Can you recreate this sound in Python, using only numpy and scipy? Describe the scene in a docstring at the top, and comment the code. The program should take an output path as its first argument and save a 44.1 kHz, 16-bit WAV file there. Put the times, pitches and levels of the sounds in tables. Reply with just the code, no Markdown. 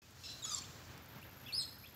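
"""A magpie on a suburban lawn: a hoarse rasp, a squawk that cracks between two registers, and a
rising whistle that breaks into a warble, with faint upward chirps between and after the calls.
Its low voice is jittery harmonics and pulsed breath shaped by the throat; its high voice is nearly pure.
Trees and house fronts echo the bird back to the microphone. Tiny ticks sound close by, over
a thin, stuttering high chirr, an airy hiss and distant traffic."""
import sys
import numpy as np
from scipy import signal
from scipy.fft import rfft, irfft
from scipy.io import wavfile

SR = 44100
rng = np.random.default_rng(int(sys.argv[2]) if len(sys.argv) > 2 else 0)


def transcribe(u):
    """Save the signal u as a 16-bit wav file named by the first command-line argument.

    u: samples, shape (n,) or (channels, n), limited to [-1, 1]; the rate is SR.
    q: integer samples, one column per channel.
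    """
    v = np.clip(np.atleast_2d(u).T, -1, 1)
    q = np.round(v * 32767).astype(np.int16)
    wavfile.write(sys.argv[1], SR, q)


N = 85995
T = np.arange(N) / SR

# opening rasp (start [s], length [s], first pitch [Hz], last pitch [Hz], level [dB], roughness [0-1])
RASP_NOTES = [(.234, 0.0422, 1337, 1308, -50.5, 0.3), (.278, 0.0535, 1358, 1367, -51.5, 0.58)]
# narrow throat resonances of the rasp (frequency [Hz], gain [dB])
RASP_THROAT = [(700, -37), (1350, -14.5), (2100, -26), (2750, -4.5), (3300, -4.5), (4050, 0), (4600, -4.5),
               (5350, 1), (6300, -14), (7500, -8), (9000, -29), (15000, -41)]
# squawk, low register
# (start [s], length [s], first pitch [Hz], last pitch [Hz], level [dB], roughness [0-1])
CAW_NOTES = [(0.189, 0.038, 1345, 1413, -65.5, 0.22), (.450, 0.01, 1136, 1175, -47.5, .8),
             (.460, 0.037, 1327, 1275, -47.5, 0.18), (.502, .041, 1231, 1183, -43, 0.18),
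             (.551, .024, 1130, 1071, -45, 0.42), (.574, 0.0174, 1105, 1098, -42.5, 0.28)]
# throat resonances of the low register (frequency [Hz], gain [dB])
CAW_THROAT = [(700, -13), (1150, -4.5), (1500, -6), (2300, -20.5), (3000, -9.5), (3800, -2.5), (4900, 0.5),
              (6100, -1), (7400, -3.5), (8600, -15.5), (11000, -15), (15000, -32)]
# squawk, high register
# (start [s], length [s], first pitch [Hz], last pitch [Hz], level [dB], octave re fundamental [dB])
SQUEAK_NOTES = [(0.301, 0.0054, 3790, 3580, -43.5, -2), (0.421, 0.016, 3766, 3730, -48, -4.5),
                (0.438, 0.025, 3430, 3380, -43, 6), (0.4938, 0.0088, 3444, 3270, -36, 11),
                (0.5447, 0.0068, 3560, 3760, -34, 19)]
# its upper overtones re the fundamental (third harmonic [dB], fourth harmonic [dB])
SQUEAK_OVERTONES = [-17.5, -26]
# soft slur before the whistle (time [s], pitch [Hz], level [dB])
SLUR_PATH = [(1.462, 2468, -70), (1.475, 2620, -51), (1.478, 3805, -52.5), (1.482, 3650, -56),
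             (1.487, 2870, -46), (1.495, 2690, -48.5), (1.515, 2340, -55), (1.524, 2500, -53)]
# rising whistle (time [s], pitch [Hz], level [dB])
RISE_PATH = [(1.523, 3000, -47), (1.527, 4330, -45), (1.539, 4420, -39), (1.545, 4710, -42.5),
             (1.552, 4950, -37.5), (1.561, 5080, -41), (1.570, 5160, -40.5), (1.585, 5130, -37.5),
             (1.590, 5000, -41)]
# the warble it breaks into (time [s], pitch [Hz], level [dB])
WARBLE_PATH = [(1.5885, 4265, -40), (1.598, 4312, -42.5), (1.615, 4232, -38.5), (1.621, 4010, -47.5),
               (1.627, 4070, -45.5), (1.634, 3833, -54), (1.640, 3870, -47)]
# sharp dips in the warble (time [s], depth [share of pitch])
WARBLE_DIPS = [(1.591, 0.031), (1.6001, 0.086), (1.6124, 0.0946), (1.625, 0.157), (1.6342, 0.207)]
# thin notes around the calls (start [s], length [s], first pitch [Hz], last pitch [Hz], level [dB])
THIN_NOTES = [(0.016, 0.035, 2614, 2490, -71), (0.272, 0.075, 4080, 4010, -53.5),
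              (0.33, 0.078, 4160, 4040, -64), (1.458, 0.014, 3310, 3480, -58),
              (1.463, 0.01, 4900, 5030, -58)]
# faint upward chirps (start [s], level [dB])
CHIRP_NOTES = [(.618, -56), (1.213, -60.5), (1.836, -59)]
# colour of the sound scattered round the garden (frequency [Hz], gain [dB])
SCATTER_COLOUR = [(1200, -3), (2800, 0), (4200, 4), (5200, 1), (7000, -1), (11000, -6)]
# echoes off the house fronts (delay [s], gain [dB])
WALL_ECHOES = [(0.028, -14), (.073, -15.5)]
# ticks near the microphone (time [s], level [dB])
TICK_HITS = [(.108, -57), (.977, -51), (1.059, -54), (1.228, -56), (1.729, -55)]
# spells of the high chirr (start [s], end [s], level [dB])
CHIRR_SPELLS = [(1.022, 1.052, -65.5), (1.08, 1.141, -65), (1.151, 1.19, -64), (1.212, 1.3, -64),
                (1.309, 1.351, -65.5), (1.36, 1.441, -64), (1.451, 1.704, -62.5), (1.709, 1.771, -63),
                (1.781, 1.863, -62.5), (1.869, 1.914, -63.5), (1.92, 1.932, -62), (1.941, 1.96, -62)]
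# noise band of the chirr (frequency [Hz], gain [dB])
CHIRR_BAND = [(8500, -46), (10500, -7), (11700, 2), (13000, 3.5), (14200, -12), (15600, -25)]
# spectrum of the distant traffic (frequency [Hz], gain [dB])
TRAFFIC_COLOUR = [(20, -42), (35, -22), (55, -8), (86, 2), (105, -2.5), (122, 2), (160, -4.5), (250, -6.5),
                  (400, -11.5), (700, -13.5), (1500, -13.5), (2200, -17), (3500, -21), (5000, -26),
                  (9000, -47), (15500, -26)]
# its swell at the microphone (time [s], level [dB])
TRAFFIC_SWELL = [(0, -65.5), (.15, -59), (.35, -57), (.6, -56.5), (.9, -53.5), (1.1, -54), (1.25, -56),
                 (1.55, -56.5), (1.95, -59.5)]
# engine drone (pitch [Hz], level [dB])
ENGINE_TONES = [(87, -69.5), (111, -71.5), (125, -74)]
# spectrum of the airy hiss (frequency [Hz], gain [dB])
HISS_COLOUR = [(1500, -8.5), (3000, -1.5), (4800, 2), (7200, 0.5), (8500, -10), (10500, -11), (12500, -4.5),
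               (15500, -17)]
# its rise and fall (time [s], level [dB])
HISS_SWELL = [(0, -66), (.15, -67), (.3, -58.5), (.6, -60.5), (.95, -63), (1.02, -69.5), (1.4, -68),
              (1.95, -70)]

EDGE_S = 0.0024  # attack and release


def magpie_caws():
    """Out on the lawn, the opening rasp and the hoarse parts of the squawk."""
    rasp = hoarse_voice(RASP_NOTES, RASP_THROAT, jitter=0.031, breath=2.7, shimmer_db=0.0)
    return rasp + hoarse_voice(CAW_NOTES, CAW_THROAT, jitter=0.0506, breath=1.6, shimmer_db=1.5)


def hoarse_voice(notes, throat, jitter, breath, shimmer_db):
    """Jittery harmonics and turbulence pulsed once a cycle, both through the bird's throat."""
    out = np.zeros(N)
    for start, length, first, last, db, rough in notes:
        unsteady = 1 + jitter * rough * wander(520) + 0.0063 * wander(89.3)
        hz = glide(start, length, first, last) * unsteady
        phase = phase_of(hz)
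        voiced = unit(sum(colour(k * hz, throat) * np.cos(k * phase) for k in range(1, 12)))
        air = unit(shaped(rng.standard_normal(N) * (1 + np.cos(phase)), throat))
        voice = (voiced + breath * rough * air) * undb(shimmer_db * wander(140))
        out += unit(voice) * undb(db) * gate(start, length)
    return out


def magpie_squeaks():
    """The voice flips to a high, nearly pure register whose octave rings in the throat."""
    out = np.zeros(N)
    for start, length, first, last, db, octave_db in SQUEAK_NOTES:
        hz = glide(start, length, first, last)
        voice = tone(hz, [0, octave_db, *SQUEAK_OVERTONES], jitter=0.0096, shimmer_db=2.3)
        out += voice * undb(db) * gate(start, length)
    return out


def magpie_whistle():
    """A soft slur, then a clean rise."""
    slur = tone(curve(SLUR_PATH), [0, -16], jitter=0.026, shimmer_db=3.5)
    rise = tone(curve(RISE_PATH), [0, -15], jitter=0.0024, shimmer_db=2.9)
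    return slur * path_level(SLUR_PATH) + rise * path_level(RISE_PATH)


def magpie_warble(dip_width_s=0.00179, octave_db=-11, growth_db_per_s=246):
    """A note with sharp dips; its octave grows as the pitch sinks toward the throat resonance."""
    dips = sum(depth * np.exp(-((T - time) / dip_width_s) ** 2) for time, depth in WARBLE_DIPS)
    phase = phase_of(curve(WARBLE_PATH) * (1 - dips) * (1 + 0.0167 * wander(654)))
    start, end = WARBLE_PATH[0][0], WARBLE_PATH[-1][0]
    octave = undb(octave_db + growth_db_per_s * (np.clip(T, start, end) - start))
    voice = (np.sin(phase) + octave * np.sin(2 * phase)) * np.sqrt(2 / (1 + octave ** 2))
    return voice * undb(0.92 * wander(270)) * path_level(WARBLE_PATH)


def thin_notes():
    """Quiet, slightly unsteady whistles around the calls."""
    out = np.zeros(N)
    for start, length, first, last, db in THIN_NOTES:
        voice = tone(glide(start, length, first, last), [0], jitter=0.0111, shimmer_db=4.5)
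        out += voice * undb(db) * gate(start, length)
    return out


def chirps(length_s=0.033, from_hz=2330, to_hz=3840):
    """Short notes, faint at the microphone, that bend upward ever faster."""
    out = np.zeros(N)
    for start, db in CHIRP_NOTES:
        hz = from_hz + (to_hz - from_hz) * np.clip((T - start) / length_s, 0, 1) ** 1.8
        out += tone(hz, [0, -22], jitter=0.0096, shimmer_db=4.5) * undb(db) * gate(start, length_s)
    return out


def garden(direct):
    """The direct sound, near scatter from ground and trunks, a long faint tail and two wall echoes."""
    near = scatter(direct, t60_s=0.18, db=-9.5, rise_s=0.0028)
    far = scatter(direct, t60_s=0.87, db=-18, rise_s=0.02)
    reflected = shaped(direct, SCATTER_COLOUR)
    walls = sum(undb(db) * np.interp(T - delay, T, reflected, left=0) for delay, db in WALL_ECHOES)
    return direct + near + far + walls


def scatter(direct, t60_s, db, rise_s):
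    """Dense reflections that build up at the microphone and die away."""
    tail = noise(SCATTER_COLOUR) * np.exp(-np.log(1000) * T / t60_s) * (1 - np.exp(-T / rise_s))
    return undb(db) * signal.fftconvolve(direct, tail / np.linalg.norm(tail))[:N]


def close_ticks(decay_s=0.0029):
    """Tiny bright clicks close to the microphone."""
    bursts = sum(undb(db) * (T >= time) * np.exp(-np.abs(T - time) / decay_s) for time, db in TICK_HITS)
    return noise([(1000, -21), (5000, 7), (15000, 8)]) * bursts


def high_chirr(from_hz=14600, to_hz=12400, settle_s=0.29, whine_width_hz=450, throb_hz=80):
    """A very high, throbbing chirr in spells; its noisy whine sinks and settles."""
    hz = to_hz + (from_hz - to_hz) * np.exp(-np.maximum(T - CHIRR_SPELLS[0][0], 0) / settle_s)
    band = noise(CHIRR_BAND)
    whine = unit(wander(whine_width_hz) * np.sin(phase_of(hz)))
    throb = 1 + 0.56 * np.sin(phase_of(throb_hz * (1 + 0.32 * wander(39))))
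    spells = sum(undb(db) * gate(start, end - start) for start, end, db in CHIRR_SPELLS)
    return unit((band + whine) * throb) * spells


def distant_traffic():
    """Traffic far from the lawn: a swelling rumble and a wavering engine drone."""
    drone = sum(undb(db) * tone(hz * (1 + 0.0304 * wander(13.2)), [0], jitter=0.023, shimmer_db=0.5)
                for hz, db in ENGINE_TONES)
    return drone + noise(TRAFFIC_COLOUR) * undb(curve(TRAFFIC_SWELL) + 1.03 * wander(29))


def airy_hiss():
    """A faint, flickering hiss behind everything."""
    return noise(HISS_COLOUR) * undb(curve(HISS_SWELL) + 1.3 * wander(25))


def tone(hz, harmonics_db, jitter, shimmer_db):
    """Harmonics with slightly unsteady pitch (jitter) and level (shimmer), at unit RMS."""
    phase = phase_of(hz * (1 + jitter * wander(580)))
    harmonics = sum(undb(db) * np.sin(k * phase) for k, db in enumerate(harmonics_db, 1))
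    return unit(harmonics * undb(shimmer_db * wander(120)))


def glide(start, length, first_hz, last_hz):
    """A straight slide in pitch."""
    return np.interp(T, [start, start + length], [first_hz, last_hz])


def gate(start, length):
    """Quick attack, hold, quick release."""
    return np.clip(np.minimum(T - start, start + length - T) / EDGE_S, 0, 1)


def curve(rows, column=1):
    """One column of a table, joined by straight lines in time."""
    rows = np.array(rows)
    return np.interp(T, rows[:, 0], rows[:, column])


def path_level(path):
    """Amplitude along a note's path, silent outside it."""
    start, end = path[0][0], path[-1][0]
    return undb(curve(path, column=2)) * gate(start, end - start)


def colour(hz, spectrum):
    """Gain at hz of a (frequency [Hz], gain [dB]) spectrum."""
    freqs, db = np.array(spectrum).T
    return undb(np.interp(np.log(hz + 1), np.log(freqs), db))


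def shaped(x, spectrum):
    return irfft(rfft(x) * colour(np.fft.rfftfreq(N, 1 / SR), spectrum), N)


def noise(spectrum):
    return unit(shaped(rng.standard_normal(N), spectrum))


def wander(rate_hz):
    """Smooth random drift up to about rate_hz, at unit RMS."""
    freqs = np.fft.rfftfreq(N, 1 / SR)
    return unit(irfft(rfft(rng.standard_normal(N)) * np.exp(-(freqs / rate_hz) ** 2), N))


def phase_of(hz):
    return 2 * np.pi * np.cumsum(hz) / SR


def undb(db):
    return 10 ** (np.asarray(db) / 20)


def unit(x):
    return x / np.sqrt(np.mean(x ** 2))


def scene():
    """One microphone on the lawn; only the calls carry the garden's echo."""
    calls = magpie_caws() + magpie_squeaks() + magpie_whistle() + magpie_warble()
    calls += thin_notes() + chirps()
    return (garden(calls) + high_chirr() + close_ticks() + distant_traffic() + airy_hiss())[None]


def record(dry):
    """The microphone channel opens after a moment and cuts the top of the treble."""
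    opens_s, top_hz = 0.018, 15600
    fade_in = np.clip((T - opens_s) / EDGE_S, 0, 1)
    lowpass = signal.ellip(10, .2, 80, top_hz, fs=SR, output="sos")
    return signal.sosfilt(lowpass, dry * fade_in)


dry = scene()
out = record(dry)
transcribe(out)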